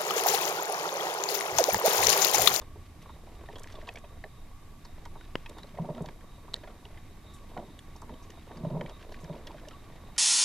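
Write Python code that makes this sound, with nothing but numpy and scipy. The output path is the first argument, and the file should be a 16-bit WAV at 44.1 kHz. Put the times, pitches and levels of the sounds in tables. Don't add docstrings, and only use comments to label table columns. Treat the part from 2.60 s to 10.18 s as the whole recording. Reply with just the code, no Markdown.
import sys
import numpy as np
from scipy import signal
from scipy.fft import rfft, irfft
from scipy.io import wavfile
from scipy.ndimage import uniform_filter1d, map_coordinates

SR = 44100
rng = np.random.default_rng(int(sys.argv[2]) if len(sys.argv) > 2 else 0)


def attenuation_scalar(level_db):
    decades = np.asarray(level_db, float) / 20
    return 10 ** decades


def log_audio(samples):
    frames = np.atleast_2d(samples).T
    limited = np.clip(frames, -1, 1)
    pcm = np.round(limited * 32767).astype(np.int16)
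    wavfile.write(sys.argv[1], SR, pcm)


N = 334278
TOP_HZ = 14250

# f/Hz, width/Hz, level/dB
TUBE_MODES = [(238.2, 14, -1.5), (344.7, 18.5, -1), (427.3, 30, -1), (492, 59, -2), (589, 63, -3.5),
              (938.6, 50, -3)]
# f/Hz, width/Hz, level/dB
SHELL_MODES = [(1878, 470, 17.5), (2320, 540, 9), (3000, 550, 12.5), (3690, 400, -5), (4330, 70, 1)]


def level(x, db):
    return x * attenuation_scalar(db) / np.sqrt(np.mean(x ** 2))


def ring(x, hz, width):
    centre, q = min(hz, .4 * SR), max(hz / width, .5)
    return signal.lfilter(*signal.iirpeak(centre, q, SR), x)


def steep(x, hz, width):
    return ring(ring(x, hz, width), hz, 2 * width)


def resonate(x, modes, widen=1):
    return sum(attenuation_scalar(db) * steep(x, hz, widen * width) for hz, width, db in modes)


def coloured(points):
    hz, db = np.transpose(points)
    f = np.fft.rfftfreq(N, 1 / SR) + 1
    shape = attenuation_scalar(np.interp(np.log(f), np.log(hz), db)) * (f < TOP_HZ)
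    return level(irfft(rfft(rng.standard_normal(N)) * shape, N), 0)


def walk(rate):
    k = int(SR / rate)
    steps = np.repeat(rng.standard_normal(N // k + 1), k)
    return 2.47 * uniform_filter1d(uniform_filter1d(steps, k), k)[:N]


def burst(noise, ms, rise):
    u = np.arange(len(noise)) / SR / (max(ms, .3) / 1000)
    return noise * (1 - np.exp(-u / rise)) * np.exp(-u)


def add(out, s, sound, db):
    i = int(s * SR)
    piece = sound[:N - i]
    out[i:i + len(piece)] += piece * attenuation_scalar(db) / np.max(np.abs(sound))


def lasting(table, ms):
    return [(*row, ms) for row in table]


def pan(x, db):
    return x * attenuation_scalar(np.array([[db / 2], [-db / 2]]))


def pockets():
    # t/s, peak level/dB, f/Hz
    lone = [(.016, -40, 1110), (.158, -43.5, 410), (.459, -41, 1060), (.495, -40, 1020), (.672, -44, 666),
            (.889, -35.5, 667), (.958, -43, 770), (1.142, -41, 630), (1.188, -45, 615), (1.277, -36, 1005),
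            (1.29, -39, 630), (1.361, -42, 625), (1.44, -42, 620), (1.641, -38, 623), (2.251, -45.5, 940),
            (2.457, -37.5, 990), (2.556, -40.5, 1040), (2.86, -46, 920), (2.985, -40, 1080),
            (3.881, -43, 1010), (3.94, -36.5, 515), (4.035, -41.5, 606), (4.075, -41, 615),
            (4.253, -45, 417), (5.357, -45, 920), (5.421, -36, 1020), (6.871, -43.5, 584),
            (6.907, -37.5, 930), (6.945, -40, 590), (7.073, -42, 585)]
    # t/s, peak level/dB, f/Hz
    trains = [(3.144, -43.5, 640), (3.173, -39, 614), (3.187, -28.5, 596), (3.247, -32, 604),
              (3.289, -28, 533), (3.346, -49, 590), (3.38, -35, 640), (3.407, -31, 490),
              (3.444, -35.5, 643), (3.486, -39, 930), (3.304, -33, 557), (4.968, -30.5, 700),
              (4.99, -33, 664), (5.025, -41, 620), (5.494, -38.5, 990), (5.895, -48, 774), (5.91, -37, 414),
              (6.049, -28.5, 560), (6.102, -34, 560), (6.126, -43, 610), (6.151, -32, 566),
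              (6.169, -30.5, 440), (6.213, -26.5, 530), (6.252, -39, 560), (6.295, -39, 940),
              (6.632, -46, 397), (6.698, -34, 590)]
    lead_s, snap_db = 0.001494, 1
    out = np.zeros(N)
    for s, db, hz, ms in lasting(lone, 10.7) + lasting(trains, 7.3):
        puff = burst(rng.standard_normal(8192), ms, rise=0.088)
        puff[20:30] -= attenuation_scalar(snap_db)
        puff = steep(puff, 730, 1540)
        tube = resonate(puff, TUBE_MODES, widen=1.41)
        own_pitch = attenuation_scalar(0.5) * steep(puff, hz, 0.21 * hz)
        add(out, s - lead_s, tube + own_pitch, db + 0.063)
    return out


def thumps():
    # t/s, peak level/dB, length/ms
    slugs = [(3.134, -46, 7.6), (3.195, -28, 10.5), (3.219, -31, 2.7), (3.248, -39, 11), (3.298, -31.5, 5),
             (3.409, -29.5, 5), (3.469, -42.5, 7), (4.971, -43.5, 11), (5.504, -48, 7.6), (5.962, -41, 10),
             (6.006, -40, 7), (6.036, -29, 4.4), (6.067, -26, 2.5), (6.11, -32, 9.2), (6.132, -29.5, 12),
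             (6.159, -30.5, 9.7), (6.194, -33.5, 5.3), (6.24, -36.5, 5), (6.633, -38.5, 7.8),
             (6.7, -32.5, 6.9)]
    out, t = np.zeros(N), np.arange(8192) / SR
    for s, db, ms in slugs:
        hz = 160.6 * (1 + 0.029 * rng.standard_normal())
        blow = burst(np.sin(2 * np.pi * hz * t), ms, rise=0.071)
        add(out, s, ring(blow, hz, width=41), db + 1.0)
    return out


def surges():
    # t/s at full strength, level/dB, hold/s
    rolling = [
        (3.19, -44.5, 0.27),
        (4.977, -38, 0.021),
        (5.5, -44.5, .02),
        (5.925, -49.5, 0.081),
        (6.034, -39.5, 0.19),
        (6.486, -51.5, 0.022),
        (6.696, -39.5, 0.016),
    ]
    rise_db_s, fall_db_s = 700, 157
    t, strength = np.arange(N) / SR, np.zeros(N)
    for s, db, hold in rolling:
        before, after = np.maximum(s - t, 0), np.maximum(t - s - hold, 0)
        strength += attenuation_scalar(db - rise_db_s * before - fall_db_s * after)
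    return strength


def boil():
    lumpy = rng.standard_normal(N) * attenuation_scalar(1.2 * walk(70))
    drive = steep(lumpy, 380, 700)
    tube = resonate(drive, TUBE_MODES, widen=1.7) + attenuation_scalar(-1) * steep(drive, 267, 127)
    return level(tube, -4.0) * surges()


def spits():
    # t/s, peak level/dB, f/Hz
    dry_ticks = [(.8863, -39.5, 1850), (1.0417, -37.5, 1950), (1.072, -41, 2200), (1.214, -42, 1850),
                 (1.288, -28.5, 2610), (1.3564, -38, 2270), (1.639, -31.5, 1780), (2.609, -44, 1520),
                 (2.8602, -35.5, 2530), (2.8951, -44, 3700), (3.0313, -38.5, 3900), (3.3481, -44, 3300),
                 (3.3785, -43.5, 1370), (3.4588, -41.5, 3470), (3.4868, -37.5, 1870), (3.955, -43, 4150),
                 (3.9615, -40, 4000), (4.2522, -37.5, 2930), (4.9741, -37, 1460), (5.1896, -39, 3400),
                 (5.5388, -46.5, 3000), (5.7024, -44, 2860), (6.2098, -32.5, 1790), (6.2607, -39, 2280),
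                 (6.5216, -44, 3500), (6.543, -40, 1990), (6.6448, -45, 2000), (7.0853, -41.5, 2800),
                 (3.0697, -50, 3920), (4.342, -53, 1850)]
    # t/s, peak level/dB, f/Hz
    wet_spits = [(.0144, -45.5, 3530), (.4908, -50, 1730), (.9553, -39.5, 3250), (.9824, -46, 3320),
                 (1.0181, -47, 1410), (1.0939, -48, 1400), (1.1233, -47.5, 3480), (1.1518, -40.5, 3480),
                 (1.271, -39, 3340), (1.37, -38, 2460), (2.2493, -43, 4460), (2.4518, -43.5, 1490),
                 (2.9824, -42.5, 3560), (3.173, -44, 2040), (3.6075, -48.5, 1800), (3.935, -34, 3800),
                 (4.0347, -44, 1660), (4.0731, -44.5, 1440), (4.3725, -41.5, 1810), (5.4909, -46, 1400),
                 (5.913, -46, 1510), (5.9703, -44.5, 4700), (6.2926, -42.5, 3200), (6.8698, -37.5, 3300),
                 (6.9795, -44, 1790), (7.0499, -49, 1780), (7.1077, -42.5, 1340), (7.1297, -47.5, 2840),
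                 (7.5612, -43.5, 1420), (1.4406, -47.5, 2500)]
    out = np.zeros(N)
    for s, db, hz, ms in lasting(dry_ticks, 2.52) + lasting(wet_spits, 5.4):
        puff = burst(rng.standard_normal(4096), ms, rise=0.39)
        pitch = attenuation_scalar(3) * steep(puff, hz, 0.056 * hz)
        grit = attenuation_scalar(-3.5) * steep(puff, hz, 0.38 * hz)
        shell = attenuation_scalar(-17.5) * resonate(puff, SHELL_MODES)
        add(out, s, pitch + grit + shell, db - .5)
    return out


def fizz():
    # t/s, peak level/dB, f/Hz
    bubbles = [(0.014, -48, 5900), (0.424, -47.5, 5400), (.9832, -46, 6900), (.9946, -44, 7770),
               (1.033, -39.5, 6670), (1.072, -47.5, 5550), (1.122, -47.5, 5620), (1.28, -52, 6000),
               (1.3369, -48, 10500), (1.358, -45, 5700), (2.248, -48, 5830), (2.4528, -45, 5940),
               (2.8936, -41.5, 8000), (2.982, -50, 7530), (3.4204, -48, 7750), (3.4578, -45, 5540),
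               (5.1901, -45.5, 7350), (5.3622, -43, 5260), (5.4167, -44.5, 6800), (5.7022, -43.5, 5470),
               (6.2946, -46, 5300), (6.6422, -44.5, 5650), (6.8693, -40.5, 5030), (7.0843, -40, 5750),
               (7.5622, -50, 6020)]
    # t/s, peak level/dB, f/Hz, length/ms
    breaths = [
        (0.415, -51, 2600, 16),
        (1.384, -48, 6500, 4),
        (4.735, -49, 7900, 22),
        (4.886, -55, 3300, 29),
        (5.624, -53.5, 6000, 20),
        (6.6, -54, 7000, 25),
        (6.52, -51, 5000, 10),
    ]
    out = np.zeros(N)
    for s, db, hz, ms in lasting(bubbles, 3.4) + breaths:
        puff = burst(rng.standard_normal(4096), ms, rise=0.19)
        spray = attenuation_scalar(-11.5) * steep(puff, 11000, 6300)
        add(out, s, steep(puff, hz, 0.52 * hz) + spray, db + 0.064)
    return out


def drop():
    # f/Hz, peak level/dB, swell/ms
    tones = [(4030, -18, 0.55), (3200, -29.5, 0.81), (5750, -45, .3), (8130, -28.5, 0.22),
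             (12400, -42, 0.13), (920, -31.5, 0.44)]
    lead = 220
    out, ms = np.zeros(N), np.arange(-lead, 400) / SR * 1000
    for hz, db, swell_ms in tones:
        side_ms = swell_ms * np.where(ms > 0, 1.5, 1)
        shape = np.exp(-np.abs(ms / side_ms) ** 1.6)
        add(out, 3.942 - lead / SR, -shape * np.cos(2 * np.pi * hz * ms / 1000), db)
    return out


def knock():
    # f/Hz, width/Hz, level/dB
    lid_modes = [(470, 350, 13), (1070, 200, 11), (1850, 640, 9.5), (2600, 530, 9.5), (3260, 480, -4),
                 (4340, 420, -11), (6800, 1500, -11), (13000, 10840, -24)]
    knock_s, peak_db, push_ms, rebound_ms = 2.7549, -16.5, .12, 1.25
    ms = np.arange(2048) / SR * 1000 - 1
    pull = -np.exp(-.5 * (ms / push_ms) ** 2)
    rebound = .55 * np.exp(-.5 * ((ms - rebound_ms) / .45) ** 2)
    rattle = burst(rng.standard_normal(2048), 0.78, rise=0.4)
    out = np.zeros(N)
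    add(out, knock_s - 1 / 1000, pull + rebound, peak_db)
    add(out, knock_s, resonate(rattle, lid_modes), peak_db - 6.0)
    return out


def simmer_level():
    # t/s, level/dB
    strength = [(0, -66), (.4, -62), (.85, -55.5), (1.15, -53), (1.45, -58.5), (1.8, -66.5), (2.5, -62.5),
                (3.0, -55), (3.7, -63.5), (4.1, -58.5), (4.6, -68), (4.9, -58.5), (5.3, -64), (5.7, -59.5),
                (6.3, -55), (6.9, -55), (7.58, -61.5)]
    s, db = np.transpose(strength)
    return np.interp(np.arange(N) / SR, s, db)


def simmer():
    out = np.zeros(N)
    fall = np.exp(-1 / (.004 * SR))
    for modes, db in ((TUBE_MODES, 0), (SHELL_MODES, -10)):
        sizes = attenuation_scalar(np.minimum(4 * rng.exponential(size=N), 11))
        grains = (rng.random(N) < 110 / SR) * sizes
        envelope = signal.lfilter([1], np.convolve([1, -fall], [1, -fall ** 3]), grains)
        smear = envelope * rng.standard_normal(N)
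        out += level(resonate(smear, modes, widen=2.95), db)
    return level(out, 0)


def seethe(simmer_db):
    # f/Hz, width/Hz
    bands = [
        (1130, 64),
        (3760, 184),
    ]
    out, t = np.zeros(N), np.arange(N) / SR
    swing_db = 0.21 * (simmer_db - np.mean(simmer_db))
    for (hz, width), start_db, drift_db_s in zip(bands, (-63, -71.5), (0, .5)):
        db = start_db + drift_db_s * t + swing_db + 2.2 * walk(16)
        out += attenuation_scalar(db) * level(steep(rng.standard_normal(N), hz, width), -4.0)
    return out


def kitchen_air():
    # f/Hz, level/dB per Hz
    air_points = [(100, -13), (206, -16), (337, -19.5), (551, -34), (745, -25.5), (1000, -30.5),
                  (1400, -35.5), (2100, -32), (2930, -41.5), (4300, -44), (7000, -52), (14000, -67)]
    spectrum, swell = rfft(level(coloured(air_points), -55)), walk(1.79)
    octave = np.log2(np.fft.rfftfreq(N, 1 / SR) / 100 + 1e-9)
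    out = np.zeros(N)
    for k in range(8):
        band = irfft(spectrum * np.clip(1 - np.abs(octave - k), 0, 1), N)
        out += band * attenuation_scalar(.5 * swell + .7 * walk(25))
    return out


def room_rumble():
    # f/Hz, level/dB per Hz
    rumble_points = [(8.8, -70), (15, 11), (27, 1), (59, -3.5), (86, -3.5), (119, -14), (130, -12),
                     (170, -16), (290, -120)]
    return attenuation_scalar(-47 - 0.2 * np.arange(N) / SR) * coloured(rumble_points)


def far_motor():
    hum = level(steep(rng.standard_normal(N), 90, 16), 0)
    return attenuation_scalar(-53 - 8.5 * np.arange(N) / SR) * hum


def background():
    simmer_db = simmer_level()
    heater = attenuation_scalar(simmer_db) * simmer() + seethe(simmer_db)
    return heater + kitchen_air() + room_rumble() + far_motor()


def mic_hiss():
    # f/Hz, level/dB per Hz
    hiss_points = [(18, -32), (30, 3.5), (96, -7.5), (419, -12.5), (453, -13), (1120, -19), (13100, -26.5),
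                   (14500, -27.5)]
    return attenuation_scalar(-60.5) * np.array([coloured(hiss_points), coloured(hiss_points)])


def scene():
    top = signal.butter(8, .93 * TOP_HZ, fs=SR, output="sos")
    bright = signal.sosfilt(top, spits() + fizz())
    dull = signal.sosfilt(top, pockets() + thumps() + boil())
    lid = signal.sosfilt(top, knock())
    tail = rng.standard_normal((2, 6000)) * np.exp(-np.arange(6000) / SR / 0.029)
    tiles = signal.fftconvolve((bright + dull + lid)[None], tail, axes=1)[:, :N]
    late = map_coordinates(bright, [np.arange(N) - 2e-5 * SR], mode="nearest")
    near = pan(np.array([bright, late]), -0.8) + pan(dull, -1.5) + pan(lid, 2.5) + pan(drop(), -0.71)
    return near + attenuation_scalar(-47.5) * tiles + pan(background(), -1)


def low_pass(x):
    return signal.sosfilt(signal.butter(12, 15520, fs=SR, output="sos"), x)


def record(dry):
    return low_pass(dry + mic_hiss())


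dry = scene()
out = record(dry)
log_audio(out)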